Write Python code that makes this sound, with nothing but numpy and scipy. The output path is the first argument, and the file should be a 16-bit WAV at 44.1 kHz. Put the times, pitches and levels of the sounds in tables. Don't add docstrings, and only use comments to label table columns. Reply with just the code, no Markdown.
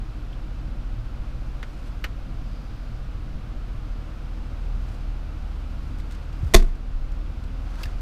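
import sys
import numpy as np
from scipy import signal
from scipy.fft import rfft, irfft, next_fast_len
from scipy.io import wavfile
from scipy.ndimage import map_coordinates

SR = 44100
rng = np.random.default_rng(int(sys.argv[2]) if len(sys.argv) > 2 else 0)


def wav_out(sig):
    wavfile.write(sys.argv[1], SR, np.round(np.clip(np.atleast_2d(sig).T, -1, 1) * 32767).astype(np.int16))


N = 353241

# t/s, relative latch level/dB, panel level/dB
DOOR_HITS = [(6.5381, -7, -32), (6.5433, 2, -6), (6.5465, -4, -23), (6.5533, -4.5, -29)]
# f/Hz, level/dB, t60/s
DOOR_RING = [(72, -1, 0.19), (161, -10.5, 0.21), (188, -13.5, 0.23), (223.5, -12, 0.263), (322, -9, 0.12),
             (363.6, -1.5, 0.11), (430.4, -12, 0.15), (681, 2.5, 0.066), (1065, -3, 0.05),
             (2020, -3.5, 0.049), (3510, -5.5, 0.063), (3600, -10, .05)]
# f/Hz, level/dB
LATCH_EQ = [(88, -33), (150, 0.5), (390, -6.5), (507, -39), (690, -4.5), (860, -16), (1130, -7),
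            (1450, -19.5), (2000, -10.5), (2900, -20), (3550, -10.5), (4300, -14), (5800, -14.5),
            (7500, -20), (15200, -28)]
# f/Hz, level/dB
RATTLE_EQ = [(60, 0), (100, 2.5), (230, -0.5), (380, -11), (550, -15), (1200, -16), (4000, -27),
             (8000, -34), (15000, -43)]
# crest t/s, level/dB, f/Hz, rise/s, t60/s
AIR_PUSHES = [(1.0, -30.5, 113.5, 0.06, 0.31), (6.437, -15, 98, 0.0064, 0.044),
              (6.459, -17, 60.5, 0.008, 0.22), (6.557, 2, 27.8, 0.0094, 0.46),
              (6.975, -20, 26.1, 0.095, 0.87)]
# t/s, peak level/dB, tilt/(dB per octave), ring f/Hz, ring over snap/dB
TRIM_CLICKS = [(0.328, -42, -1, 3160, 10.5), (1.6294, -23, -4, 1500, -7.5), (2.0409, -19.5, -1.5, 2980, -6),
               (2.0417, -35, 0, 12700, -2), (2.043, -21, -2, 788, -7.5), (7.8326, -25.5, 6, 4870, -5),
               (7.8348, -35, 2, 2770, 9), (7.856, -31.5, 3, 1690, -2)]
# f/Hz, level/dB
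TRIM_EQ = [(200, -21), (600, -7), (1000, -11), (1300, 3.5), (1600, 3.5), (2200, 1), (3000, -4), (4800, -6),
           (7000, -17.5), (11000, -25), (15000, -25)]
# t/s, peak level/dB
FAINT_TICKS = [(5.985, -41), (6.000, -38.5), (6.110, -37), (6.122, -36), (6.1484, -41), (6.328, -42),
               (6.601, -31), (6.626, -32.5), (6.754, -44), (7.119, -41.5), (7.4385, -42), (7.756, -42)]
# f/Hz, level/dB
TICK_EQ = [(400, -8), (1400, 4), (4500, 0.5), (6000, -5), (8000, -4.5), (9500, -12.5), (15000, -16)]
# crest t/s, level/dB, rise/s, tilt/(dB per octave)
SEAT_SLIDES = [(1.87, -56, 0.45, 1), (4.93, -56, 0.37, 1), (5.9, -63, 0.59, 2.5), (6.12, -56, 0.074, 0.5),
               (6.49, -58, 0.18, 3), (7.83, -44.5, 0.21, -0.5), (7.98, -57, 0.1, 0)]
# f/Hz, level/dB
CLOTH_EQ = [(300, 0), (750, -3), (1300, 1.5), (2200, -9.5), (4500, -11.5), (8000, -19.5), (15000, -29.5)]
# multiple of crank speed, level at console/dB, level at door/dB
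ENGINE_ORDERS = [(2.5, -7, -22), (4, -0.5, 1.5), (5.5, -6.5, -24), (6.5, -28, -7.5), (8, -18.5, -9.5),
                 (12, -19, -34.5), (13.5, -22, -23.5), (24, -26.5, -27), (27, -27, -24)]
# f/Hz, level/dB
RUMBLE_EQ = [(8, 2), (14, 0), (28, -4.5), (45, -2), (70, -4), (115, -4.5), (150, -9.5), (195, -14),
             (250, -15.5), (285, -19), (330, -22), (370, -39.5), (600, -81)]
# f/Hz, level/dB
DRONE_EQ = [(250, -43), (290, -2), (310, 11), (330, -8), (360, -39)]
# f/Hz, level/dB
VENT_EQ = [(210, -11), (350, 1.5), (400, -2.5), (520, 1), (650, -2), (760, -1), (900, -5.5), (1150, -4),
           (1420, -3.5), (1800, -11.5), (2600, -11), (3400, -15), (4800, -18), (7500, -29), (15200, -40)]
# f/Hz, level/dB
HISS_EQ = [(2500, -25), (4200, -6), (4850, 0), (5600, -12), (9000, -25), (15000, -22)]
# f/Hz, t60/s
CABIN_DECAY = [(100, 0.27), (250, .3), (500, 0.27), (2000, 0.11), (5000, 0.16), (14000, 0.049)]

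CREST_DB = 8.0


def amp(db):
    return np.exp(np.asarray(db) * (np.log(10) / 20))


def along(points, hz):
    freqs, values = np.transpose(points)
    return np.interp(np.log(hz + 1), np.log(freqs + 1), values)


def wobble(rate, size=N):
    knots = rng.standard_normal(int(size * rate / SR) + 4)
    steps = np.arange(0, len(knots) - 1, 1 / 10)
    return np.interp(np.arange(size) * rate / SR, steps, map_coordinates(knots, [steps]))


def filtered(x, response):
    size = next_fast_len(len(x) + 8192)
    return irfft(rfft(x, size) * response(np.fft.rfftfreq(size, 1 / SR)), size)[:len(x)]


def noise(eq, size=N, tilt=0):
    x = filtered(rng.standard_normal(size), lambda hz: amp(along(eq, hz) + tilt * np.log2(hz + 1)))
    return x / np.sqrt(np.mean(x ** 2) + 1e-20)


def decay(t, t60):
    return np.exp(-np.log(1000) * t / t60)


def add(track, at, sound):
    part = track[round(at * SR):][:len(sound)]
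    part += sound[:len(part)]


def nearness_to_door(middle_s=4, length_s=1):
    progress = np.clip((np.arange(N) / SR - middle_s) / length_s + .5, 0, 1)
    return (1 - np.cos(np.pi * progress)) / 2


def door():
    out, t = np.zeros(N), np.arange(SR // 2) / SR
    attack = 1 - np.exp(-t / 0.0022)
    for at, latch_db, panel_db in DOOR_HITS:
        crack = noise(LATCH_EQ, len(t)) * decay(t, 0.077)
        ring = sum(amp(db) * decay(t, t60) * np.sin(2 * np.pi * (hz * t + rng.uniform()))
                   for hz, db, t60 in DOOR_RING)
        add(out, at, amp(latch_db - 9.5) * crack + amp(panel_db) * ring * attack)
    main_blow_s = DOOR_HITS[1][0]
    chatter = amp(3.0 * wobble(132, len(t)))
    add(out, main_blow_s, amp(-22.0) * noise(RATTLE_EQ, len(t)) * chatter * decay(t, 0.39))
    return out


def air_booms(preroll_s=0.5):
    out, t = np.zeros(N), np.arange(SR) / SR - preroll_s
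    for at, db, hz, rise, t60 in AIR_PUSHES:
        swell = np.exp(-(np.minimum(t, 0) / rise) ** 2) * decay(np.maximum(t, 0), t60)
        add(out, at - preroll_s, amp(db) * np.cos(2 * np.pi * hz * t) * swell)
    return out


def trim_clicks(medium_db=-32.5, medium_t60=0.035, doubling_db=20):
    out, t = np.zeros(N), np.arange(SR // 5) / SR
    for at, db, tilt, hz, ring_db in TRIM_CLICKS:
        t60 = medium_t60 * 2 ** ((db - medium_db) / doubling_db)
        snap = noise(TRIM_EQ, len(t), tilt)
        ring_eq = [(hz / 2, -100), (hz * 0.88, -20), (hz, 0), (hz * 1.14, -20), (hz * 2, -100)]
        ring = amp(ring_db) * noise(ring_eq, len(t))
        add(out, at, amp(db - CREST_DB) * (snap + ring) * decay(t, t60))
    return out


def faint_ticks(t60=0.041):
    out, t = np.zeros(N), np.arange(SR // 5) / SR
    for at, db in FAINT_TICKS:
        add(out, at, amp(db - CREST_DB) * noise(TICK_EQ, len(t)) * decay(t, t60))
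    return out


def seat_rustle(swell_db=14, release_s=0.12, preroll_s=1):
    out, t = np.zeros(N), np.arange(2 * SR) / SR - preroll_s
    for at, db, rise, tilt in SEAT_SLIDES:
        fade_db = -swell_db * np.maximum(-t / rise, t / release_s)
        grain_db = 2.5 * wobble(89.75, len(t))
        add(out, at - preroll_s, amp(db + fade_db + grain_db) * noise(CLOTH_EQ, len(t), tilt))
    return out


def engine_idle(firing_hz=38.3, hum_db=-32.0, rumble_db=-36.5, drone_db=-56.5):
    near_door = nearness_to_door()
    firing = firing_hz * (1 + 0.0051 * wobble(3.3))
    crank_phase = 2 * np.pi * np.cumsum(firing) / SR / 4
    hum = np.zeros(N)
    for order, console_db, door_db in ENGINE_ORDERS:
        level_db = console_db + near_door * (door_db - console_db) + 1.7 * wobble(6.5)
        phase = order * crank_phase + rng.uniform(0, 2 * np.pi) + .08 * wobble(4.1)
        hum += amp(level_db) * np.sqrt(2) * np.sin(phase)
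    rumble = amp(rumble_db - 0.6 * near_door + 1.2 * wobble(5.5)) * noise(RUMBLE_EQ)
    drone = amp(drone_db) * noise(DRONE_EQ)
    return amp(hum_db) * hum + rumble + drone


def vents(level_db=-49.5, door_lift_db=0.58):
    return amp(level_db + door_lift_db * nearness_to_door() + 0.063 * wobble(11)) * noise(VENT_EQ)


def console_hiss(level_db=-66, middle_s=2.62, half_length_s=0.38):
    fade = np.exp(-((np.arange(N) / SR - middle_s) / half_length_s) ** 4)
    return fade * amp(level_db + 1.5 * wobble(11.6)) * noise(HISS_EQ)


def cabin_reverb(x):
    hz, t, spectrum = signal.stft(rng.standard_normal(SR // 2), SR, nperseg=256)
    damped = spectrum * decay(t, along(CABIN_DECAY, hz)[:, None])
    tail = signal.istft(damped, SR, nperseg=256)[1]
    return signal.fftconvolve(x, tail / np.linalg.norm(tail))[:N]


def scene():
    hits = door() + trim_clicks() + faint_ticks()
    bed = engine_idle() + vents() + console_hiss()
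    return (bed + seat_rustle() + air_booms() + hits + amp(-15.5) * cabin_reverb(hits))[None]


def gain_control(x, limit_db, release_s):
    step = 1 / (0.031 * SR)
    power = signal.lfilter([step], [1, step - 1], x ** 2)
    over_db = np.maximum(10 * np.log10(power + 1e-12) - limit_db, 1e-9)
    fade = np.arange(N) / SR / release_s
    duck_db = np.exp(np.maximum.accumulate(np.log(over_db) + fade) - fade)
    return x * amp(-duck_db)


def record(dry, ceiling=0.92, top_hz=15400):
    ducked = gain_control(dry[0], limit_db=-7.5, release_s=0.36)
    clipped = ducked / (1 + np.abs(ducked / ceiling) ** 6) ** (1 / 6)
    return filtered(clipped, lambda hz: 1 / (1 + (hz / top_hz) ** 120))[None]


dry = scene()
out = record(dry)
wav_out(out)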